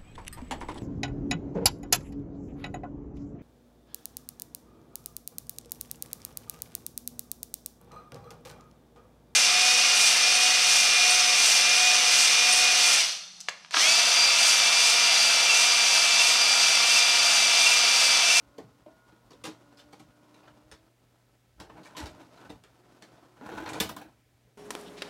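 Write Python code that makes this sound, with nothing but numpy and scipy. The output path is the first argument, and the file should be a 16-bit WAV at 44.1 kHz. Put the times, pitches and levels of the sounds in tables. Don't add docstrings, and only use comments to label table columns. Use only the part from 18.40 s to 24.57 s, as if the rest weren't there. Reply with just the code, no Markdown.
import sys
import numpy as np
from scipy import signal
from scipy.fft import rfft, irfft
from scipy.io import wavfile
from scipy.ndimage import uniform_filter1d

SR = 44100
rng = np.random.default_rng(int(sys.argv[2]) if len(sys.argv) > 2 else 0)


def gain_from_db(level_db):
    decades = np.asarray(level_db, float) / 20
    return 10 ** decades


def transcribe(u):
    v = np.clip(np.atleast_2d(u).T, -1, 1)
    q = np.round(v * 32767).astype(np.int16)
    wavfile.write(sys.argv[1], SR, q)


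N = 272225


def evened(x):
    return x / np.sqrt(np.mean(x ** 2) + 1e-20)


def read(points, hz):
    f, value = np.transpose(points)
    return np.interp(np.log(hz + 1), np.log(f + 1), value)


def curve(rows):
    s, *columns = np.transpose(rows)
    t = np.arange(s[0], min(s[-1], N / SR), 1 / SR)
    return round(s[0] * SR), [np.interp(t, s, c) for c in columns]


def add(mix, at, sound):
    part = mix[at:][:len(sound)]
    part += sound[:len(part)]


def coloured(x, points):
    hz = np.fft.rfftfreq(len(x), 1 / SR)
    return irfft(rfft(x) * gain_from_db(read(points, hz)), len(x))


def wander(count, span_s):
    span = int(span_s * SR)
    once = uniform_filter1d(rng.standard_normal(count), span)
    return evened(uniform_filter1d(once, span))


def grains(count, per_s, spread_db, noise):
    size = gain_from_db(spread_db * np.minimum(rng.exponential(1, count), 4)) * rng.standard_normal(count)
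    slips = size * (rng.random(count) < per_s / SR)
    return evened(slips) + noise * rng.standard_normal(count)


def tones(lines, waver_db):
    t = np.arange(N) / SR
    out = np.zeros(N)
    for hz, db in lines:
        strength = np.sqrt(2) * gain_from_db(db + waver_db * wander(N, 0.13))
        out += strength * np.sin(2 * np.pi * (hz * t + rng.random()))
    return out


# f/Hz, level/dB (relative)
HISS_COLOUR = [(88, -40), (150, -38.5), (193, -0.5), (239, 1.5), (817, -8), (1050, -27), (1680, -9),
               (2430, -11.5), (2840, -12.5), (15800, -21.5)]


def hiss():
    level_db = -72
    return gain_from_db(level_db) * evened(coloured(rng.standard_normal(N), HISS_COLOUR))


# f/Hz, level/dB (before wavering)
MAINS_TONE = [(119.9, -70)]


def hum():
    return tones(MAINS_TONE, waver_db=0.6)


# t/s (of the peak), level/dB, f/Hz (around the middle of the band)
THUMPS = [(0.24, -53, 140), (1.07, -54, 150), (1.6, -59, 170), (2.1, -73, 70), (2.27, -71, 70),
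          (2.97, -78, 60), (3.21, -57, 70), (3.35, -61, 170), (3.64, -46.5, 65), (3.76, -66, 100),
          (4.11, -57, 75.5), (5.03, -65, 80), (5.17, -51.5, 90), (5.3, -50.5, 112), (5.43, -45.5, 89),
          (5.56, -62, 75)]


def bumps():
    rise_s, fall_s, rumble_db = 0.028, 0.045, -75
    noise, t = rng.standard_normal(N), np.arange(N) / SR
    low = coloured(noise, [(20, -40.0), (50, -1.5), (90, -8.5), (160, -13), (400, -41), (2000, -89.0)])
    out = gain_from_db(rumble_db + 4.6 * wander(N, 0.041)) * evened(low)
    for s, db, hz in THUMPS:
        band = coloured(noise, [(hz / 3.0, -40), (hz / 1.4, 0), (hz * 1.28, 0), (hz * 5.4, -40), (hz * 20, -90)])
        swell = np.exp(np.minimum((t - s) / rise_s, (s - t) / fall_s))
        out += gain_from_db(db) * swell * evened(band)
    return out


# t/s, level/dB
GEAR_LEVEL = [(0.0, -63.5), (0.14, -65.5), (0.55, -65.5), (0.84, -66.5), (1.1, -62.5), (2.25, -64),
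              (2.54, -70.5), (2.89, -72.5), (3.22, -73.5), (3.42, -59), (3.9, -57.5), (4.02, -57),
              (4.24, -68.5), (4.61, -61), (4.95, -64), (5.65, -65), (5.86, -75.5), (6.18, -72)]
# f/Hz, level/dB (relative)
TOOTH_COLOUR = [(80, -35.5), (130, 2.5), (300, 1), (400, -3), (600, 0), (900, -2), (1150, -5.5), (1450, -6),
                (1580, -12), (1700, -11), (2400, -13.5), (5300, -17), (12000, -29), (16000, -62)]
# f/Hz, width/Hz, level/dB (before the 0.5 dB cut in gears)
DECK_PEAKS = [(314, 161, -3.5), (598, 85, -11.5), (1018, 33, -1.5), (1306, 29, 3.5), (1525, 19, 5.5)]


def gears():
    hz = np.fft.rfftfreq(N, 1 / SR)
    peaks = 1 + sum(gain_from_db(db - 0.5) / (1 + (2 * (hz - f) / w) ** 2) for f, w, db in DECK_PEAKS)
    teeth = coloured(grains(N, per_s=1500, spread_db=0.94, noise=1.0), TOOTH_COLOUR)
    teeth = teeth * gain_from_db(2.36 * wander(N, 0.021))
    level_db = np.resize(curve(GEAR_LEVEL)[1][0], N)
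    return gain_from_db(level_db) * evened(irfft(rfft(teeth) * peaks, N))


# f/Hz, level/dB (before wavering and the lift and rise in
DRUM_LINES = [(238.6, -84.5), (477.2, -84.5), (716, -89), (954.4, -83.5), (1017, -87.5), (1077, -84),
              (1270, -87.5), (1437, -82)]


def drum():
    lift_db, stop_s, sag_db_per_s, stop_db_per_s = 4.0, 2.17, -0.4, 90
    t = np.arange(N) / SR
    level_db = lift_db - sag_db_per_s * t - stop_db_per_s * np.maximum(t - stop_s, 0)
    return tones(DRUM_LINES, waver_db=3.4) * gain_from_db(level_db)


# t/s, f/Hz (commutator, before wavering), level/dB (before the order's own)
LOADER_RUNS = [
    [(0, 283.8, -79), (.2, 286.6, -69), (.45, 286, -84)],
    [(.88, 280.6, -74), (1.2, 289, -73.5), (1.45, 290, -70), (1.62, 301.2, -76), (2.2, 298.6, -73),
     (2.4, 320, -78.5), (2.6, 339, -88)],
    [(3.5, 308, -104.5), (3.62, 312.2, -65), (3.8, 304.2, -67), (4.05, 309, -93), (4.2, 305, -78)],
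    [(4.38, 363, -77), (4.6, 365.3, -77.5), (4.98, 361.4, -76.5)],
]
# multiple of the commutator pitch, level/dB (before wavering)
MOTOR_ORDERS = [(1, 6.5), (2, 1.5), (3, -15), (4, -23), (5, -18)]


def loader(rows):
    at, (hz, db) = curve(rows)
    turns = np.cumsum(hz * (1 + 0.0083 * wander(len(hz), 0.01))) / SR
    orders = np.zeros(len(hz))
    for multiple, level_db in MOTOR_ORDERS:
        strength = gain_from_db(level_db + 2.0 * wander(len(hz), 0.045))
        orders += strength * np.sin(2 * np.pi * multiple * turns)
    return at, np.sqrt(2) * gain_from_db(db) * orders * signal.windows.tukey(len(hz), .1)


# t/s, level/dB
FUZZY_TONE = [(5.68, -99), (5.8, -83), (6.17, -95)]


def whine():
    centre_hz, width_hz = 2350, 180
    at, (db,) = curve(FUZZY_TONE)
    hz = np.fft.rfftfreq(len(db), 1 / SR)
    resonance = 1 / (1 + (2 * (hz - centre_hz) / width_hz) ** 2)
    band = irfft(rfft(rng.standard_normal(len(db))) * resonance, len(db))
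    return at, gain_from_db(db) * evened(band)


# f/Hz, level/dB (relative), t60/s (time to fade by 60 dB)
CHASSIS_MODES = [(200.7, 11.5, 0.061), (317, 5, 0.2), (444, 7.5, 0.09), (484, -13, 0.36), (651, -9, 0.55),
                 (850, -19.5, 0.31), (1015, 6, 0.0422), (1170, -14, 0.03), (1360, -2.5, 0.04),
                 (1680, -17, .08), (2330, 7, 0.011), (2518, -11.5, 0.027), (2970, -24, 0.067),
                 (3900, -12, 0.078), (4040, -12, 0.036), (5270, -18, 0.03), (5600, -3, 0.137),
                 (5890, 1, .08), (7670, -2, 0.073)]
# f/Hz, t60/s
DENSE_RING = [(60, 0.62), (300, 0.15), (1000, 0.22), (4000, 0.22), (12000, 0.18)]


def ringing(near_hz, t, focus_db, modes_db):
    hz, db, t60 = np.transpose(CHASSIS_MODES)[:, :, None]
    luck = rng.standard_normal((len(CHASSIS_MODES), 2))
    db = db + 4.2 * luck[:, :1] - focus_db * np.minimum(abs(np.log2(hz / near_hz)), .6)
    tuned_hz = hz * (1 + 0.0083 * luck[:, 1:])
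    modes = (gain_from_db(db - 60 * t / t60) * np.sin(2 * np.pi * tuned_hz * t)).sum(0)
    f, s, z = signal.stft(rng.standard_normal(len(t)), SR, nperseg=128)
    fade = gain_from_db(-60 * s / read(DENSE_RING, f)[:, None])
    dense = signal.istft(z * fade, SR, nperseg=128)[1][:len(t)]
    burst = 1 + 5.57 * gain_from_db(-60 * t / 0.005)
    own_t60 = .06 * np.sqrt(1000 / near_hz)
    own = gain_from_db(-60 * t / own_t60) * np.sin(2 * np.pi * near_hz * t)
    return evened(dense) * burst + gain_from_db(modes_db) * evened(modes) + .3 * evened(own)


# f/Hz, level/dB (relative)
RUB_COLOUR = [(24, -44), (40, -19), (96, -12.5), (213, -7), (325, 1.5), (387, -7), (859, 1.5), (1160, -12),
              (1490, -3), (1820, -14.5), (6000, -30), (15500, -41)]


def slide(rows):
    at, (db, lift_db) = curve(rows)
    count = len(db)
    t = np.arange(3000) / SR
    patch = rng.integers(0, 14, count)
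    slips = grains(count, per_s=3000, spread_db=1.8, noise=.4) * gain_from_db(2.0 * wander(count, .01))
    rub = np.zeros(count)
    for k, hz in enumerate(np.geomspace(300, 4000, num=14)):
        answer = ringing(hz, t, focus_db=6.0, modes_db=-4.0) * gain_from_db(-60 * t / .06)
        rub += signal.fftconvolve(slips * (patch == k), answer)[:count]
    rub = evened(coloured(rub, RUB_COLOUR))
    low = signal.sosfilt(signal.butter(1, 1200, fs=SR, output="sos"), rub)
    treble = rub - low
    return at, gain_from_db(db) * (low + gain_from_db(lift_db) * treble) * signal.windows.tukey(count, .04)


# t/s (start), level/dB (before treble lift), hold/s, t60/s, treble lift/dB
GUIDE_SCRAPES = [(3.173, -67, .02, 0.08, 12), (3.192, -44, 0.0099, 0.25, -15),
                 (3.287, -50.5, 0.0031, 0.46, -9), (3.36, -54.5, 0.012, 0.091, 7),
                 (3.44, -63.5, 0.08, .12, 11.5), (3.558, -45, 0.057, 0.45, 4.5),
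                 (3.769, -59.5, 0.053, 0.18, 9), (3.961, -62.5, 0.12, 0.22, 12),
                 (5.399, -44.5, 0.021, 0.66, -12), (5.415, -48.5, 0.0037, 0.044, -1),
                 (5.484, -40, .004, 0.16, -1), (5.556, -48.5, 0.063, 0.33, -10)]


def scrape(s, db, hold_s, t60, lift_db):
    rise_s, depth_db = 0.011, 24.5
    times = s + np.cumsum([0, rise_s, max(hold_s, 1e-3), t60 * depth_db / 60])
    return slide([(at, db - drop * depth_db, lift_db) for at, drop in zip(times, (1, 0, 0, 1))])


# t/s, level/dB (before treble lift), treble lift/dB
CASSETTE_PULL = [(4.96, -63, 7), (5.01, -54.5, 3), (5.054, -43, 2.5), (5.15, -46.5, 7.5), (5.22, -46, 9.5),
                 (5.28, -47.5, 12.5), (5.364, -38.5, -6.5), (5.4, -41, -1)]


def pull():
    return slide(CASSETTE_PULL)


def blow(crack_db, thud_db, clack_db, tick_db, near_hz, bounce_s):
    t = np.arange(int(.35 * SR)) / SR
    chatter = grains(count=2000, per_s=1500, spread_db=-1.0, noise=0.11)
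    chatter = chatter * np.exp(-(t[:2000] / max(bounce_s, 1e-4)) ** 2)
    chatter[0] = abs(chatter).max()
    x = signal.fftconvolve(ringing(near_hz, t, focus_db=14.0, modes_db=-11.5), chatter)[:len(t)]
    crack_hz = near_hz if near_hz > 2000 else 4000
    centres_hz = [40, 110, 400, 1100, crack_hz, 8000, 12000, 16000]
    layers = (([-60, -9, 0, -12, -45, -60, -60, -60], thud_db, .006),  # shape/dB, level/dB, rise/s
              ([-60, -45, -14, 0, -14, -40, -60, -60], clack_db, .003),
              ([-60, -60, -40, -9, 0, -7, -18, -28], 0, .001),
              ([-60, -60, -60, -45, -24, -8, 0, 0], tick_db, .0007))
    out = np.zeros(len(t))
    for shape_db, db, rise_s in layers:
        band = coloured(x, list(zip(centres_hz, shape_db))) * (1 - np.exp(-(t / rise_s) ** 2))
        loudest = np.sqrt(uniform_filter1d(band ** 2, size=220).max())
        out += gain_from_db(crack_db + db) * band / loudest
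    return out * np.cos(t / t[-1] * np.pi / 2)


# t/s, level/dB (clack), thud level/dB (above the clack), f/Hz (rung most), time spent bouncing/s
PLASTIC_KNOCKS = [(0.4597, -67, 21.5, 606, 0.0026), (0.719, -69, 13.5, 245, 0.011),
                  (2.0265, -61, -2, 757, 0.071), (2.072, -53, -13, 550, 0.018),
                  (3.2946, -51, -19, 1070, 0.018), (3.35, -63, 10, 800, 0.012),
                  (3.3791, -60, 11.5, 624, 0.0014), (3.3989, -76.5, 24, 186, 0.0026),
                  (3.5482, -47.5, -23, 1025, 0.037), (4.43, -69.5, 5, 406, 0.017),
                  (4.77, -63.5, 1.5, 700, 0.017), (4.8207, -73.5, 15.5, 335, 0.0043),
                  (5.009, -61, 16, 246, 0.0051), (5.053, -66.5, 16, 277, 0.014),
                  (5.1163, -47.5, 6, 352, 0.011), (5.1732, -42, -20, 880, 0.0085),
                  (5.2179, -55, 17.5, 314, 0.013), (5.258, -39.5, -14.5, 320, 0.015),
                  (6.0684, -88, 26, 137, 0.012)]


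def knocks(deck):
    crack_db, tick_db = -20.5, -26.5
    for s, db, thud_db, hz, bounce_s in PLASTIC_KNOCKS:
        add(deck, round(s * SR), blow(db + crack_db, thud_db - crack_db, -crack_db, tick_db, hz, bounce_s))


# t/s, level/dB (crack), thud level/dB (above the crack), f/Hz (rung most), time spent bouncing/s
STEEL_CLICKS = [(0.1806, -55, 16.5, 282, 0.0044), (0.905, -59, 7.5, 5640, 0.022),
                (0.93, -60.5, 7.5, 484, 0.0041), (1.038, -41, -1, 490, 0.03),
                (1.0726, -59.5, 20, 310, 0.019), (1.3713, -60, -8, 5200, 0.053),
                (1.3902, -57, -20, 3550, 0.014), (1.5265, -55.5, 6, 813, 0.015),
                (1.5937, -59.5, 8, 795, 0.02), (1.9424, -62, 0, 280, 0.0046),
                (2.3126, -52.5, -1.5, 5260, 0.024), (3.1989, -49, -3.5, 436, 0.01),
                (3.431, -58.5, -1, 970, 0.036), (3.455, -54.5, -12, 2300, 0.026),
                (3.566, -43.5, -3.5, 303, 0.038), (3.5988, -46, 3, 300, 0.0067),
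                (3.6274, -52, 5.5, 162, 0.012), (3.6554, -48, -4, 3800, 0.022),
                (3.796, -66, 10.5, 283, 0.059), (3.9688, -63.5, 6, 4030, 0.015),
                (4.0098, -64.5, 10, 3400, 0.011), (4.0939, -53, 13.5, 298, 0.022),
                (4.2363, -59, 5, 405, 0.0045), (4.6214, -52.5, 1, 4360, 0.0037),
                (5.289, -43.5, -21, 2400, 0.0089), (5.3308, -43, 4, 3530, 0.015),
                (5.3532, -47.5, -21, 2420, 0.051)]


def clicks(deck):
    clack_db, tick_db = -5.5, -27.5
    for s, db, thud_db, hz, bounce_s in STEEL_CLICKS:
        add(deck, round(s * SR), blow(db, thud_db, clack_db, tick_db, hz, bounce_s))


# t/s, level/dB (crack), thud level/dB and clack level/dB (above the crack), f/Hz (rung most)
FLAP_BLOWS = [(5.4004, -24.5, -3.5, -17.5, 3460), (5.4324, -50.5, 4, -1.5, 420), (5.4898, -46, -5, 6, 1006),
              (5.5638, -50.5, -13, 8, 1005), (5.6145, -60, 2, 6, 310)]


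def flap(deck):
    snap_tick_db, rebound_tick_db, bounce_s = -8.5, 0, 0.0081
    for s, db, thud_db, clack_db, hz in FLAP_BLOWS:
        tick_db = rebound_tick_db if s > FLAP_BLOWS[0][0] else snap_tick_db
        add(deck, round(s * SR), blow(db, thud_db, clack_db, tick_db, hz, bounce_s))


def scene():
    deck = hiss() + hum() + bumps() + gears() + drum()
    for rows in LOADER_RUNS:
        add(deck, *loader(rows))
    add(deck, *whine())
    for row in GUIDE_SCRAPES:
        add(deck, *scrape(*row))
    add(deck, *pull())
    knocks(deck)
    clicks(deck)
    flap(deck)
    return deck[None]


def band_limit(x):
    return signal.sosfilt(signal.butter(12, 16470, fs=SR, output="sos"), x)


def record(dry):
    thin = signal.sosfilt(signal.butter(2, 40, "high", fs=SR, output="sos"), dry)
    top_cut = signal.firwin(255, 16000, window=("kaiser", 5), fs=SR)
    thin = signal.oaconvolve(thin, top_cut[None], "same")
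    return band_limit(thin)


dry = scene()
out = record(dry)
transcribe(out)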